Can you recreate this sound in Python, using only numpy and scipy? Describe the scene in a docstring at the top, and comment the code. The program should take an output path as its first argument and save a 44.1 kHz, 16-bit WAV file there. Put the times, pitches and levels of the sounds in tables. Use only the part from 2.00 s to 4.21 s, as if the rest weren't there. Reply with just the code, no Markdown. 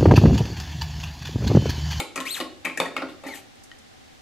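"""A hard knock opens the take: a metal spoon scoops food from a plastic processor bowl, close to a stereo
microphone in a small tiled kitchen. Bursts of tiny touches set the bowl's modes ringing; sliding over fine
ridges squeaks at the ridge rate and its multiples, with a noise hiss. Late on come a light tap of ringing
modes and puffs of noise as sticky food lets go. Decaying noise gives the echoes, coloured noise the hum."""
import sys
import numpy as np
from scipy import signal
from scipy.fft import rfft, irfft, next_fast_len
from scipy.io import wavfile
from scipy.ndimage import uniform_filter1d

SR = 44100
rng = np.random.default_rng(int(sys.argv[2]) if len(sys.argv) > 2 else 0)


def inscribe(sig):
    """Save sig as 16-bit PCM at rate SR to the path in sys.argv[1].

    A 1-D sig is mono; a 2-D sig holds one channel per row.
    Samples are clipped to [-1, 1] before scaling.
    """
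    pcm = np.round(np.clip(np.atleast_2d(sig).T, -1, 1) * 32767)
    wavfile.write(sys.argv[1], SR, pcm.astype(np.int16))


N = 97505
CUTOFF_HZ = 15800   # squeak partials stop here; the treble of the whole scene ends just above


def from_db(db):
    """Decibels to an amplitude factor."""
    return 10 ** (np.asarray(db) / 20)


def rms_one(x):
    """Scale a signal to rms 1."""
    return x / np.sqrt(np.mean(x ** 2) + 1e-20)


def at_hz(points, hz):
    """Read a frequency table at hz, in straight lines over log frequency."""
    points = np.array(points)
    return np.interp(np.log(hz), np.log(points[:, 0]), points[:, 1])


def bin_hz(size):
    """Spectrum bin frequencies, kept above zero for the logarithm."""
    return np.maximum(np.fft.rfftfreq(size, 1 / SR), 1)


def band(x, low, high):
    """Pass only low to high [Hz]."""
    return signal.sosfilt(signal.butter(2, [low, high], "band", fs=SR, output="sos"), x + 1e-18)


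def drift(rate, count):
    """Smooth random wander, spread 1: noise through two equal low-passes at rate [Hz]."""
    r = np.exp(-2 * np.pi * rate / SR)
    noise = rng.standard_normal(count + 2000)
    return rms_one(signal.lfilter([1], [1, -2 * r, r * r], noise)[2000:])   # skip the settling


def ring(clicks, hz, t60):
    """A resonator: a unit click starts a sine of height 1 that falls 60 dB in t60 [s]."""
    r = from_db(-60 / (t60 * SR))
    w = 2 * np.pi * hz / SR
    return signal.lfilter([0, np.sin(w)], [1, -2 * r * np.cos(w), r * r], clicks + 1e-18)


def left_right(mid, side, alike):
    """Mix two independent spectra into left and right with the given likeness."""
    return np.sqrt(1 + alike) * mid + np.sqrt(1 - alike) * side * [[1], [-1]]


# likeness of the left and right channels for steady noise: (frequency [Hz], likeness [-1 to 1])
NOISE_LIKENESS = [(30, -0.56), (100, -0.18), (300, -0.66), (1000, -0.23), (4000, 0.12), (12000, 0.072)]


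def coloured(spectrum):
    """Stereo noise shaped by a spectrum table, left and right alike by band; rms 1."""
    hz = bin_hz(N)
    mid, side = rfft(rng.standard_normal((2, N))) * from_db(at_hz(spectrum, hz))
    return rms_one(irfft(left_right(mid, side, at_hz(NOISE_LIKENESS, hz)), N))


# spectrum shape of the room's faint hum: (frequency [Hz], relative level [dB per Hz])
HUM_SPECTRUM = [(20, -0.5), (45, 0.5), (91, 6), (168, -4.5), (248, 6), (357, -1.5), (700, -4.5), (786, 3),
                (880, -9), (1200, -8.5), (2080, -7.5), (2400, -10), (3500, -9.5), (7000, -16.5),
                (13500, -30), (16000, -28)]
HUM_DB = -49.5   # rms


def room_hum():
    """The kitchen's background: steady noise, strongest in the bass."""
    return from_db(HUM_DB) * coloured(HUM_SPECTRUM)


# how long the tiled kitchen rings: (frequency [Hz], 60 dB decay [s])
KITCHEN_DECAY = [(200, 0.56), (1000, 0.36), (4000, 0.39), (12000, 0.15)]
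# likeness of the reverberation in the two channels: (frequency [Hz], likeness [-1 to 1])
ECHO_LIKENESS = [(300, .9), (1000, .88), (3000, .72), (10000, .5)]
ECHO_BUILD_S = 0.0011


def kitchen(x):
    """Dense echoes off the tiles: noise that builds up, then dies at its own pace in each band."""
    t = np.arange(SR) / SR
    edges = 150 * 2 ** np.arange(0, 7, .74)
    tail = 0
    for low, high in zip(edges, edges[1:]):
        decay = from_db(-60 * t / at_hz(KITCHEN_DECAY, low))
        tail = tail + band(rng.standard_normal((2, SR)), low, high) * decay
    tail = tail * (1 - np.exp(-t / ECHO_BUILD_S)) / np.sqrt(np.sum(tail ** 2) / 2)
    size = next_fast_len(N + SR)
    mid, side = rfft(tail, size)
    stereo_tail = left_right(mid, side, at_hz(ECHO_LIKENESS, bin_hz(size)))
    return irfft(stereo_tail * rfft(x, size), size)[:, :N]


# sticky food letting go: (time [s], level before band-passing [dB], decay time constant [s])
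SMACKS = [(1.555, -48, 0.0049), (1.636, -43, 0.02), (1.787, -45, 0.0084)]


def smacks():
    """Sticky food lets go: bright puffs of noise that start at once and die away."""
    t = np.arange(N) / SR
    level = np.zeros(N)
    for start, db, length in SMACKS:
        level += from_db(db) * (t > start) * np.exp(-np.abs(t - start) / length)
    return level * band(rng.standard_normal((2, N)), 5160, 10100)


# modes of something small and hard: (frequency [Hz], relative level [dB], 60 dB decay [s])
TAP_MODES = [(1870, 1, .04), (3070, 0, .018), (1500, -2, .008), (3700, -4, .006)]
TAP_S, TAP_DB = 1.716, -37   # time, level of the click that drives the modes


def tap():
    """A light tap on something small and hard: one click rings a few short modes."""
    click = np.zeros(N)
    click[int(TAP_S * SR)] = from_db(TAP_DB)
    modes = sum(from_db(db) * ring(click, hz, t60) for hz, db, t60 in TAP_MODES)
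    return band(modes, 1300, 9000)


# spoon slides: (time [s], ridges crossed per second [Hz], squeak level [dB], rubbing level [dB])
SLIDE_UP = [(.25, 1700, -42, -45), (.262, 2000, -31, -40), (.297, 3400, -35, -40), (.312, 4130, -33, -46),
            (.325, 4380, -33, -46), (.339, 4230, -34, -44), (.352, 3400, -34, -39), (.372, 1600, -37, -36),
            (.4, 500, -41, -41)]
SLIDE_BACK = [(1.268, 1753, -45, -44), (1.284, 2310, -41.5, -46), (1.305, 2245, -40.5, -55),
              (1.325, 2075, -39, -51), (1.344, 1770, -33.5, -58)]
SLIDE_SLOW = [(1.338, 800, -47, -46), (1.358, 790, -46, -41), (1.41, 780, -60, -54)]
# ridge rate and its multiples, at full speed: (relative level [dB]), lowest first
OVERTONE_DB = [0, -4, -4.5, -14, -14, -17, -19, -19]
# spectrum shape of the rubbing hiss: (frequency [Hz], relative level [dB per Hz])
RUB_SPECTRUM = [(300, -10), (1000, -14), (2500, -4.5), (5000, -13.5), (11000, -10), (13500, -14),
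                (16000, -43)]
SQUEAK_FLUTTER_DB, SQUEAK_WOBBLE_HZ = 3, 55          # spreads of partial level and ridge rate
FULL_SPEED_HZ, OVERTONE_DB_PER_KHZ = 4300, 3.5       # the multiples weaken at slower rates


def slides():
    """Ridges passing under the spoon sing at their rate and its multiples; a rubbing hiss goes along."""
    squeak, rub = np.zeros(N), np.zeros(N)
    for rows in (SLIDE_UP, SLIDE_BACK, SLIDE_SLOW):
        s, hz, db, rub_db = np.transpose(rows)
        at = np.arange(int(s[0] * SR), int(s[-1] * SR))
        fade = np.clip(np.minimum(at - at[0], at[-1] - at) / (0.005 * SR), 0, 1)
        glide = uniform_filter1d(np.interp(at / SR, s, hz), size=600, mode="nearest")
        speed_db = OVERTONE_DB_PER_KHZ * (glide - FULL_SPEED_HZ) / 1000
        rate = glide + SQUEAK_WOBBLE_HZ * drift(570, len(at))
        turn = 2 * np.pi * np.cumsum(rate) / SR
        tone = np.zeros(len(at))
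        for k, level in enumerate(OVERTONE_DB, start=1):
            flutter_db = SQUEAK_FLUTTER_DB * drift(144, len(at))
            # speed spares the ridge rate itself, counts once for the second and twice above
            partial_db = level + speed_db * min(k - 1, 2) + flutter_db
            tone += from_db(partial_db) * np.sin(k * turn) * (k * rate < CUTOFF_HZ)
        squeak[at] += fade * from_db(np.interp(at / SR, s, db)) * tone
        rub[at] += fade * from_db(np.interp(at / SR, s, rub_db))
    return squeak + rub * rms_one(coloured(RUB_SPECTRUM)[0])


# borders of the seven bands that each knock excites: (frequency [Hz])
BAND_EDGES_HZ = [230, 420, 1000, 1350, 2050, 2500, 4500, 13000]
# spoon on the bowl wall: (time [s], force level in the top band [dB], chatter decay time constant [s],
# then six force levels in the lower bands, from the boom upwards [dB])
KNOCKS = [(0.0004, -19.5, 0.0069, -30.5, -23.5, -26.5, -36, -24, -20),
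          (0.158, -23.5, 0.012, -53, -28.5, -25.5, -32.5, -32, -40.5),
          (0.1768, -41.5, 0.0058, -34.5, -33.5, -22, -27.5, -29, -35),
          (0.2031, -25, 0.0061, -34, -53, -25.5, -32, -47, -26),
          (0.4013, -25, 0.0065, -37.5, -29, -29, -32, -33, -23.5),
          (0.4112, -68, 0.0024, -32.5, -33, -28.5, -36, -35, -30.5),
          (0.6471, -39.5, 0.006, -58, -36, -37, -51, -33, -62),
          (0.6504, -24, 0.0072, -35, -34, -29.5, -27, -22.5, -27.5),
          (0.6558, -60, 0.0032, -37, -40, -36, -26, -24, -42),
          (0.6662, -52, 0.011, -33, -36, -34, -55, -31, -59),
          (0.6978, -61, 0.0023, -38.5, -42, -39, -47, -32.5, -67),
          (0.7742, -22.5, 0.0056, -36, -38, -40, -25.5, -29, -29.5),
          (0.8007, -18.5, 0.0043, -40.5, -16.5, -24.5, -31, -24, -18),
          (0.8154, -61, 0.0026, -54, -22, -36, -62, -35.5, -52),
          (0.8567, -36.5, 0.009, -33.5, -41, -40, -30, -49, -63),
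          (0.9654, -31.5, 0.0041, -56, -30, -21.5, -39, -22, -69),
          (0.9772, -62, 0.0046, -35.5, -36, -30, -25.5, -45, -36),
          (1.0203, -41, 0.0061, -26.5, -27.5, -26, -37, -60, -34),
          (1.0842, -43, 0.024, -47, -49, -51, -48, -59, -38.5),
          (1.237, -43, 0.0067, -64, -36.5, -42, -46, -40.5, -44),
          (1.2484, -46, 0.014, -34.5, -38, -47, -43, -46.5, -43),
          (1.2644, -37.5, 0.01, -38.5, -37.5, -38.5, -34.5, -58, -53),
          (1.2861, -46, 0.011, -45, -37, -41.5, -48, -45, -38)]
TOUCHES_PER_S, TOUCH_SPREAD_DB = 3000, 1.5
FIRST_TOUCH_DB, TOUCH_RISE_S = 7, 0.0015   # first touch before the rise; slope of the rise
BOOM_LAG_S = .007                          # the boom swells after the blow


def touches():
    """Each knock is a first touch and a dying chatter of random ones; one force train per band."""
    force = np.zeros((len(BAND_EDGES_HZ) - 1, N + SR))
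    span = np.arange(SR // 20)
    t = span / SR
    for start, top_db, length, *lower_db in KNOCKS:
        hit = rng.random(len(span)) < TOUCHES_PER_S / SR
        strength = from_db(TOUCH_SPREAD_DB * rng.standard_normal(len(span)))
        train = hit * strength * rng.choice([-1, 1], len(span))
        train[0] = from_db(FIRST_TOUCH_DB)
        train = train * np.exp(-t / length) * np.minimum(0.42 + t / TOUCH_RISE_S, 1)
        train /= np.sqrt(np.sum(train ** 2))
        force[:, int(start * SR) + span] += from_db(lower_db + [top_db])[:, None] * train
    force[0] = np.roll(force[0], int(BOOM_LAG_S * SR))
    return force[:, :N]


# modes of the plastic bowl: (frequency [Hz], relative level [dB], 60 dB decay before the cap [s])
BOWL_MODES = [(289, 9, 0.081), (318, -1.5, 0.13), (451, -8, 0.067), (500, -3.5, 0.04), (570.6, -6, 0.14),
              (622, 8, 0.016), (890, 0.5, 0.1), (1095, 1.5, 0.05), (1168, -0.5, 0.013), (1500, -5, 0.052),
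              (1904, 5, 0.038), (2224, 6.5, 0.07), (2358, 3.5, 0.038), (3090, 0, 0.02), (3680, 0, 0.021)]
LONGEST_RING_CYCLES = 50   # caps the 60 dB decay
RING_DB, CRACK_DB = -6, -30.5


def bowl(force):
    """The modes ring to the touches of their band; each band also cracks at once."""
    out = np.zeros(N)
    for hz, db, t60 in BOWL_MODES:
        k = np.searchsorted(BAND_EDGES_HZ, hz) - 1
        out += from_db(db + RING_DB) * ring(force[k], hz, min(t60, LONGEST_RING_CYCLES / hz))
    for k, (low, high) in enumerate(zip(BAND_EDGES_HZ, BAND_EDGES_HZ[1:])):
        even_level = SR / np.sqrt(high - low)   # offsets the band's width
        out += from_db(CRACK_DB) * even_level * band(force[k], low, high)
    return signal.sosfilt(signal.butter(2, 9000, fs=SR, output="sos"), out)   # dull the tick


# phase difference between left and right by frequency: (frequency [Hz], phase [radians])
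PHASE_DIFFERENCE = [(250, 0.5), (1000, -1.06), (2900, 0), (5300, -1.9), (11000, 4), (13500, -3)]
PAN_DB, TREBLE_PAN_DB, TAP_PAN_DB = -0.8, 8.5, 4.5   # left over right; treble pan adds to the first
KITCHEN_DB, SLIDE_ECHO_DB = -7, -5                   # sliding fills the room less than blows


def spoon_in_stereo(spoon):
    """The close spoon in two channels: level and phase differ from left to right by frequency."""
    side = np.array([[.5], [-.5]])
    treble = band(spoon, 1300, 13500)
    near = spoon * from_db(PAN_DB * side) + treble * (from_db(TREBLE_PAN_DB * side) - 1)
    phase_turn = np.exp(-1j * at_hz(PHASE_DIFFERENCE, bin_hz(N)))
    return np.array([near[0], irfft(rfft(near[1]) * phase_turn, N)])


def scene():
    """Spoon and tap close to the microphone, their echoes, sticky smacks and the hum behind."""
    no_bass = signal.butter(4, 182, "high", fs=SR, output="sos")
    knocks, slide = signal.sosfilt(no_bass, [bowl(touches()), slides()])
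    tick = tap()
    near = spoon_in_stereo(knocks + slide) + tick * from_db(TAP_PAN_DB * np.array([[.5], [-.5]]))
    into_room = knocks + from_db(SLIDE_ECHO_DB) * slide + .5 * tick
    echoes = from_db(KITCHEN_DB) * kitchen(into_room)
    return near + echoes + smacks() + room_hum()


def record(dry):
    """The top is cut: a steep low-pass, 70 dB down from 500 Hz above the cutoff."""
    return signal.sosfilt(signal.cheby2(12, 70, CUTOFF_HZ + 500, fs=SR, output="sos"), dry)


dry = scene()
out = record(dry)
inscribe(out)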